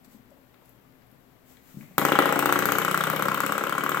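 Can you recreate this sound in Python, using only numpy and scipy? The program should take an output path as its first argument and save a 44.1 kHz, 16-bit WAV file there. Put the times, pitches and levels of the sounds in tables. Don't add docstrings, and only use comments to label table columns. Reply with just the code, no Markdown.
import sys
import numpy as np
from scipy import signal
from scipy.fft import rfft, irfft, next_fast_len
from scipy.io import wavfile

SR = 44100
rng = np.random.default_rng(int(sys.argv[2]) if len(sys.argv) > 2 else 0)


def store_wav(level_fs):
    pcm = np.round(np.clip(np.atleast_2d(level_fs), -1, 1) * 32767)
    wavfile.write(sys.argv[1], SR, pcm.T.astype(np.int16))


def ratio_of_db(decibels):
    return 10 ** (np.asarray(decibels, float) / 20)


N = 176400
PUFF = 512
FLOOR_S, CORNER_S = .0036, .0142
QUIET_TOP_HZ = 15900


def unit(x):
    return x / np.sqrt(np.mean(x ** 2) + 1e-20)


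def along(points, hz):
    f, v = np.transpose(points)
    return np.interp(np.log(hz + 1), np.log(f + 1), v)


def filtered(x, response):
    m = next_fast_len(N + SR // 2)
    return irfft(rfft(x, m) * response(np.fft.rfftfreq(m, 1 / SR)), m)[..., :N]


def peak(f, hz, width_hz):
    return 1j * f * width_hz / (hz * hz - f * f + 1j * f * width_hz)


def body(f, modes, sign=1):
    return sum(sign ** k * ratio_of_db(db) * peak(f, hz, w) for k, (hz, w, db) in enumerate(modes))


def causal(points, size=2048):
    cep = irfft(np.log(ratio_of_db(along(points, np.fft.rfftfreq(size, 1 / SR)))), size)
    cep = cep * np.r_[1, 2 * np.ones(size // 2 - 1), np.zeros(size // 2)]
    pulse = irfft(np.exp(rfft(cep)), size)[:size // 2]
    return pulse / np.abs(pulse).max()


def train(times, gains, shape):
    at = np.round(times * SR).astype(int)[:, None] + np.arange(shape.shape[-1])
    return np.bincount(at.ravel(), (gains[:, None] * shape).ravel(), N + SR)[:N]


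def puff(count, t60):
    rows = rng.standard_normal((count, PUFF)) * ratio_of_db(-60 * np.arange(PUFF) / SR / t60)
    return rows / np.linalg.norm(rows, axis=1)[:, None]


def pair(x, alike):
    turn = lambda hz: np.arccos(np.clip(along(alike, hz), -1, 1)) / 2
    mid, side = filtered(x, lambda hz: np.array([np.cos(turn(hz)), np.sin(turn(hz))]))
    return np.array([mid + side, mid - side])


# [swings, t/s]
SWING_TIMES = [(0, 1.9807), (4, 2.2569), (8, 2.5242), (12, 2.7846), (16, 3.038), (20, 3.2839), (24, 3.5217),
               (28, 3.7513), (32, 3.9719)]
# [swing, delay/ms]
FRONT_LATE = [(0, .4), (1, .75), (5, .7), (6.5, .2), (12, .25), (20, .55), (27, .25), (32, .4)]


def slap_times():
    swing = np.arange(0, 33, .5)
    back = np.arange(len(swing)) % 2
    curve = np.polyfit(*np.transpose(SWING_TIMES), deg=4)
    times = np.polyval(curve, swing) + back * swing * .000022
    late_ms = np.where(back, .15, np.interp(swing, *np.transpose(FRONT_LATE)))
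    return times + late_ms / 1000, back


def back_lag(back, first_s, last_s):
    return back * np.linspace(first_s, last_s, len(back))


# [f/Hz, level/dB]
KNOCK_COLOUR = [(400, -24), (900, -7), (1250, 2), (1600, -4), (2100, -16), (3000, -25), (4300, -32),
                (16000, -45)]


def knock(times, gains, contact):
    return signal.fftconvolve(train(times, gains, contact), causal(KNOCK_COLOUR))[:N]


# [f/Hz, level/dB]
TICK_COLOUR = [(2500, -7), (4500, -5), (5800, -1), (8000, 6.5), (10500, 2), (13500, 6.5), (15000, 6.5),
               (16500, -1)]


def tick(times, back, gains):
    lag_s = .0002 + back_lag(back, .001, .002)
    click = .5 * (1 - back[:, None]) * np.eye(1, PUFF)
    touch = click + 1.16 * puff(count=len(times), t60=0.0082)
    return signal.fftconvolve(train(times + lag_s, gains / 2, touch), causal(TICK_COLOUR))[:N]


# [f/Hz, width/Hz, level/dB]
BOARD_MODES = [(263, 93, -12.5), (302, 25.6, -1), (363.4, 52, -7), (475.4, 102, -6), (536, 56, -8),
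               (600.6, 46, -13.5), (684, 58, -6.5), (821, 83, -1.5), (1037, 170, -1.5), (1294, 34, 3.5)]


def thud(times, back, gains, contact):
    soft_hz, stiff_hz = 1100, 170
    push = train(times + back_lag(back, .006, .002), gains, contact)

    def board(f):
        soft = (1 + 1j * f / soft_hz) ** 2
        stiff = (1j * f / (stiff_hz + 1j * f)) ** 2
        return body(f, BOARD_MODES) / soft * stiff
    return filtered(push, board)


# [f/Hz, width/Hz, level/dB]
WALL_MODES = [(122, 23, -8.5), (160.4, 27.8, 0.5), (178.6, 16.7, -8.5)]
# [t/s, level/dB]
BOOM_LEVEL = [(1.98, 17.5), (2.2, 10), (2.6, 16.5), (2.95, 11.5), (3.3, 15), (3.6, 7), (3.9, 8)]


def boom(times):
    level_db = np.interp(times, *np.transpose(BOOM_LEVEL)) + 1.5 * rng.standard_normal(len(times))
    return filtered(train(times + .004, ratio_of_db(level_db), -np.ones((1, 1))), lambda f: body(f, WALL_MODES))


# [f/Hz, width/Hz, level/dB]
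MOUNT_MODES = [(1810, 190, -12), (2230, 330, -7), (2950, 370, -6), (3856, 460, -14)]


def mount(times, gains, rattle_s):
    shake = .8 * puff(count=len(times), t60=rattle_s) - 0.38 * np.eye(1, PUFF)
    late = lambda f: np.exp(-2j * np.pi * f * FLOOR_S)
    return ratio_of_db(19.5) * filtered(train(times, gains, shake), lambda f: body(f, MOUNT_MODES, -1) * late(f))


# [t/s, knock front level/dB, knock back level/dB, thud front level/dB,
# thud back level/dB, tick front level/dB, tick back level/dB]
SLAP_LEVELS = [(1.979, -12.5, -17, -12.5, -28, -5, -36), (2.048, -15.5, -21, -12, -10, -6, -23),
               (2.12, -10, -14, -8, -24.5, -15, -21), (2.19, -9.5, -15.5, -9, -12, -9.5, -21),
               (2.262, -19, -16.5, -11.5, -21.5, -14, -19.5), (2.39, -16, -21.5, -16.5, -16, -10, -19),
               (2.52, -14.5, -15, -19.5, -18, -8.5, -26), (2.66, -17, -16, -18.5, -19.5, -11.5, -20),
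               (3.04, -17.5, -16.5, -26.5, -21.5, -12, -19), (3.15, -17.5, -24, -40, -14.5, -16.5, -23),
               (3.4, -18.5, -24, -33, -18, -13.5, -20.5), (3.52, -18, -26, -23, -19, -15, -39),
               (3.7, -23, -21, -23, -22, -18.5, -18.5), (3.76, -30, -19, -20, -26, -28, -17.5),
               (3.86, -17.5, -22.5, -23.5, -18, -26, -12), (4, -21, -19.5, -20, -41, -18.5, -22.5)]


def spring():
    times, back = slap_times()
    count, rattle_s = len(times), 0.013
    s, *columns = np.transpose(SLAP_LEVELS)
    levels = [np.interp(times, s, column) for column in columns]
    knock_db, thud_db, tick_db = [np.where(back, levels[k + 1], levels[k]) for k in (0, 2, 4)]
    luck = ratio_of_db(1.5 * rng.standard_normal((count, 3))).T
    loose = .25 * (times - times[0])[:, None]
    contact = -(1 - loose / 2) * np.eye(1, PUFF)
    contact = contact + loose * puff(count=2, t60=rattle_s)[back]
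    contact = contact + 0.25 * puff(count=count, t60=rattle_s)
    slaps = knock(times, ratio_of_db(knock_db - 1.45) * luck[0], contact)
    slaps = slaps + mount(times, ratio_of_db(knock_db), rattle_s)
    slaps = slaps + thud(times, back, ratio_of_db(thud_db + 31) * luck[1], contact)
    slaps = slaps + tick(times, back, ratio_of_db(tick_db) * luck[2])
    return slaps + boom(times)


# [t/s, level/dB, f/Hz, t60/s]
PAW_BUMPS = [
    (0.074, -60, 231, 0.067),
    (0.147, -54.5, 228, 0.064),
    (.315, -55, 583, 0.023),
    (1.743, -48.5, 169, 0.072),
    (1.7706, -34.5, 162, 0.033),
    (1.802, -54, 228, 0.095),
    (1.845, -53, 265, 0.018),
    (1.947, -60, 155, 0.064),
]


def paw_bumps():
    t = np.arange(SR // 4) / SR
    s, db, hz, t60 = np.array(PAW_BUMPS).T[:, :, None]
    swell = 3 * (1 - np.exp(-t / 0.0026))
    return train(s[:, 0], ratio_of_db(db[:, 0]), np.sin(2 * np.pi * hz * t) * ratio_of_db(-60 * t / t60) * swell)


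# [t/s, level/dB, f/Hz, width/Hz]
CLAW_TICKS = [(.047, -62.5, 6500, 12100), (.305, -66, 9000, 7000), (0.543, -45.5, 1150, 1490),
              (.62, -36.5, 615, 300), (1.02, -56, 1500, 1970), (.657, -61, 10400, 6000),
              (.694, -57, 12200, 6000), (1.07, -65, 10100, 3000), (1.115, -61, 11600, 5000),
              (1.57, -50, 1780, 2500), (1.81, -40, 1920, 900), (1.828, -35.5, 880, 900),
              (1.91, -43.5, 700, 600)]


def claw_ticks():
    ticks = np.zeros(N)
    for s, db, hz, width in CLAW_TICKS:
        touch = train(np.array([s]), ratio_of_db([db + 20.0]), puff(count=1, t60=0.0063))
        ticks = ticks + filtered(touch, lambda f: peak(f, hz, width) ** 2)
    return ticks


# [middle t/s, half length/s, level/dB]
FUR_STROKES = [
    (0.051, 0.013, -63),
    (.135, 0.046, -64),
    (0.68, 0.052, -70.5),
    (1.51, 0.047, -63),
    (1.617, 0.091, -74),
    (1.71, 0.052, -67),
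    (1.81, 0.044, -66.5),
    (1.88, 0.22, -66.5),
]
# [f/Hz, level/dB]
FUR_COLOUR = [(500, 2), (2000, -1.5), (5000, -8), (7500, -3.5), (13500, -6), (16000, 0.5)]


def fur_rustle():
    clock = np.arange(N) / SR
    stroke = sum(ratio_of_db(db) * np.exp(-((clock - s) / half) ** 2) for s, half, db in FUR_STROKES)
    hair = filtered(rng.standard_normal((2, N)), lambda f: ratio_of_db(along(FUR_COLOUR, f)) * (f > 300))
    return stroke * unit(hair)


# [f/Hz, t60/s]
ROOM_DECAY = [(100, 0.57), (500, 0.96), (2000, 1), (6000, 1), (15000, 0.28)]
# [f/Hz, level/dB]
ROOM_COLOUR = [(100, -5), (400, 2), (900, -0.5), (1300, -9.5), (2000, 2.5), (3200, 1), (6000, -0.5),
               (15000, -0.5)]
# [f/Hz, likeness from -1 to 1]
TAIL_ALIKE = [(100, 0), (300, 1), (600, 0.14), (2000, 0), (15000, 0.31)]


def room(x):
    noise = pair(rng.standard_normal((2, N)), TAIL_ALIKE)[:, :SR // 2]
    hz, t, z = signal.stft(noise, SR, nperseg=256)
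    tail = signal.istft(z * ratio_of_db(-60 * t / along(ROOM_DECAY, hz)[:, None]), SR, nperseg=256)[1]
    tail = tail * (1 - np.exp(-np.arange(tail.shape[1]) / SR / 0.00043))
    tail = tail / np.linalg.norm(tail[0]) * ratio_of_db([[2.5], [-2.5]])
    wet = signal.fftconvolve(x[None], tail, axes=1)[:, :N]
    return filtered(wet, lambda f: ratio_of_db(along(ROOM_COLOUR, f)))


# [f/Hz, level/dB per Hz]
AIR_COLOUR = [(25, -6.5), (50, -17.5), (127, -4.5), (250, -7.5), (600, -15), (2000, -24), (6000, -38.5),
              (16000, -34)]
# [f/Hz, likeness from -1 to 1]
AIR_ALIKE = [(60, 0.14), (380, 0.36), (2380, -0.08), (15000, 0.038)]
# [f/Hz, width/Hz, level/dB]
HUM_BANDS = [(59, 20, -68), (122.4, 19, -72.5), (259, 20.5, -71.5)]


def air():
    colour = lambda hz: ratio_of_db(along(AIR_COLOUR, hz) - along(MIC_COLOUR, hz) * (hz < 130))
    tone = pair(filtered(rng.standard_normal((2, N)), colour), AIR_ALIKE)
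    hum = np.zeros(N)
    for hz, width, db in HUM_BANDS:
        hum = hum + ratio_of_db(db) * unit(filtered(rng.standard_normal(N), lambda f: peak(f, hz, width) ** 2))
    return (ratio_of_db(-59.5) * unit(tone) + hum) * ratio_of_db([[4.5], [-4.5]])


# [f/Hz, level/dB]
FLOOR_ECHO = [(300, -12), (800, -3), (1300, -7), (2200, -5), (3200, -3), (5000, -8), (8000, -13),
              (15000, -14)]
# [f/Hz, level/dB]
CORNER_ECHO = [(300, -6), (1200, -11), (3000, -9), (8000, -14), (15000, -15)]
# [f/Hz, level/dB]
LEFT_OVER_RIGHT = [(60, 4), (240, 13.5), (950, 9), (2000, 6), (3770, 13), (8000, 14.5), (15000, 12)]


def scene():
    near = spring() + paw_bumps() + claw_ticks()
    fur = fur_rustle()
    echo = lambda f, delay, colour: ratio_of_db(along(colour, f)) * np.exp(-2j * np.pi * f * delay)
    early = filtered(near, lambda f: 1 + echo(f, FLOOR_S, FLOOR_ECHO) + echo(f, CORNER_S, CORNER_ECHO))
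    treble = filtered(early, lambda f: f * f / (f * f + 550 ** 2))
    far = early - treble + signal.fftconvolve(treble, puff(count=1, t60=0.003)[0])[:N]
    direct = filtered(np.array([early, far]), lambda f: ratio_of_db(np.outer([.5, -.5], along(LEFT_OVER_RIGHT, f))))
    background = room(near) + fur * ratio_of_db([[3], [-3]]) + air()
    return direct + filtered(background, lambda f: f < QUIET_TOP_HZ)


def top_cut(x):
    return signal.sosfilt(signal.butter(12, 16810, fs=SR, output="sos"), x)


# [f/Hz, level/dB]
MIC_COLOUR = [(40, -13), (90, -2.5), (130, 2.5), (7800, 7), (9200, 1), (11500, 7), (13300, 13),
              (15800, 4.5)]


def record(dry):
    top_level, top_hz = .93, 16700
    x = filtered(dry, lambda hz: ratio_of_db(along(MIC_COLOUR, hz)))
    x = x / (1 + np.abs(x / top_level) ** 6) ** (1 / 6)
    mix = filtered(x, lambda hz: (hz < top_hz) * ratio_of_db(-9 * (hz > QUIET_TOP_HZ)))
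    return top_cut(mix)


dry = scene()
out = record(dry)
store_wav(out)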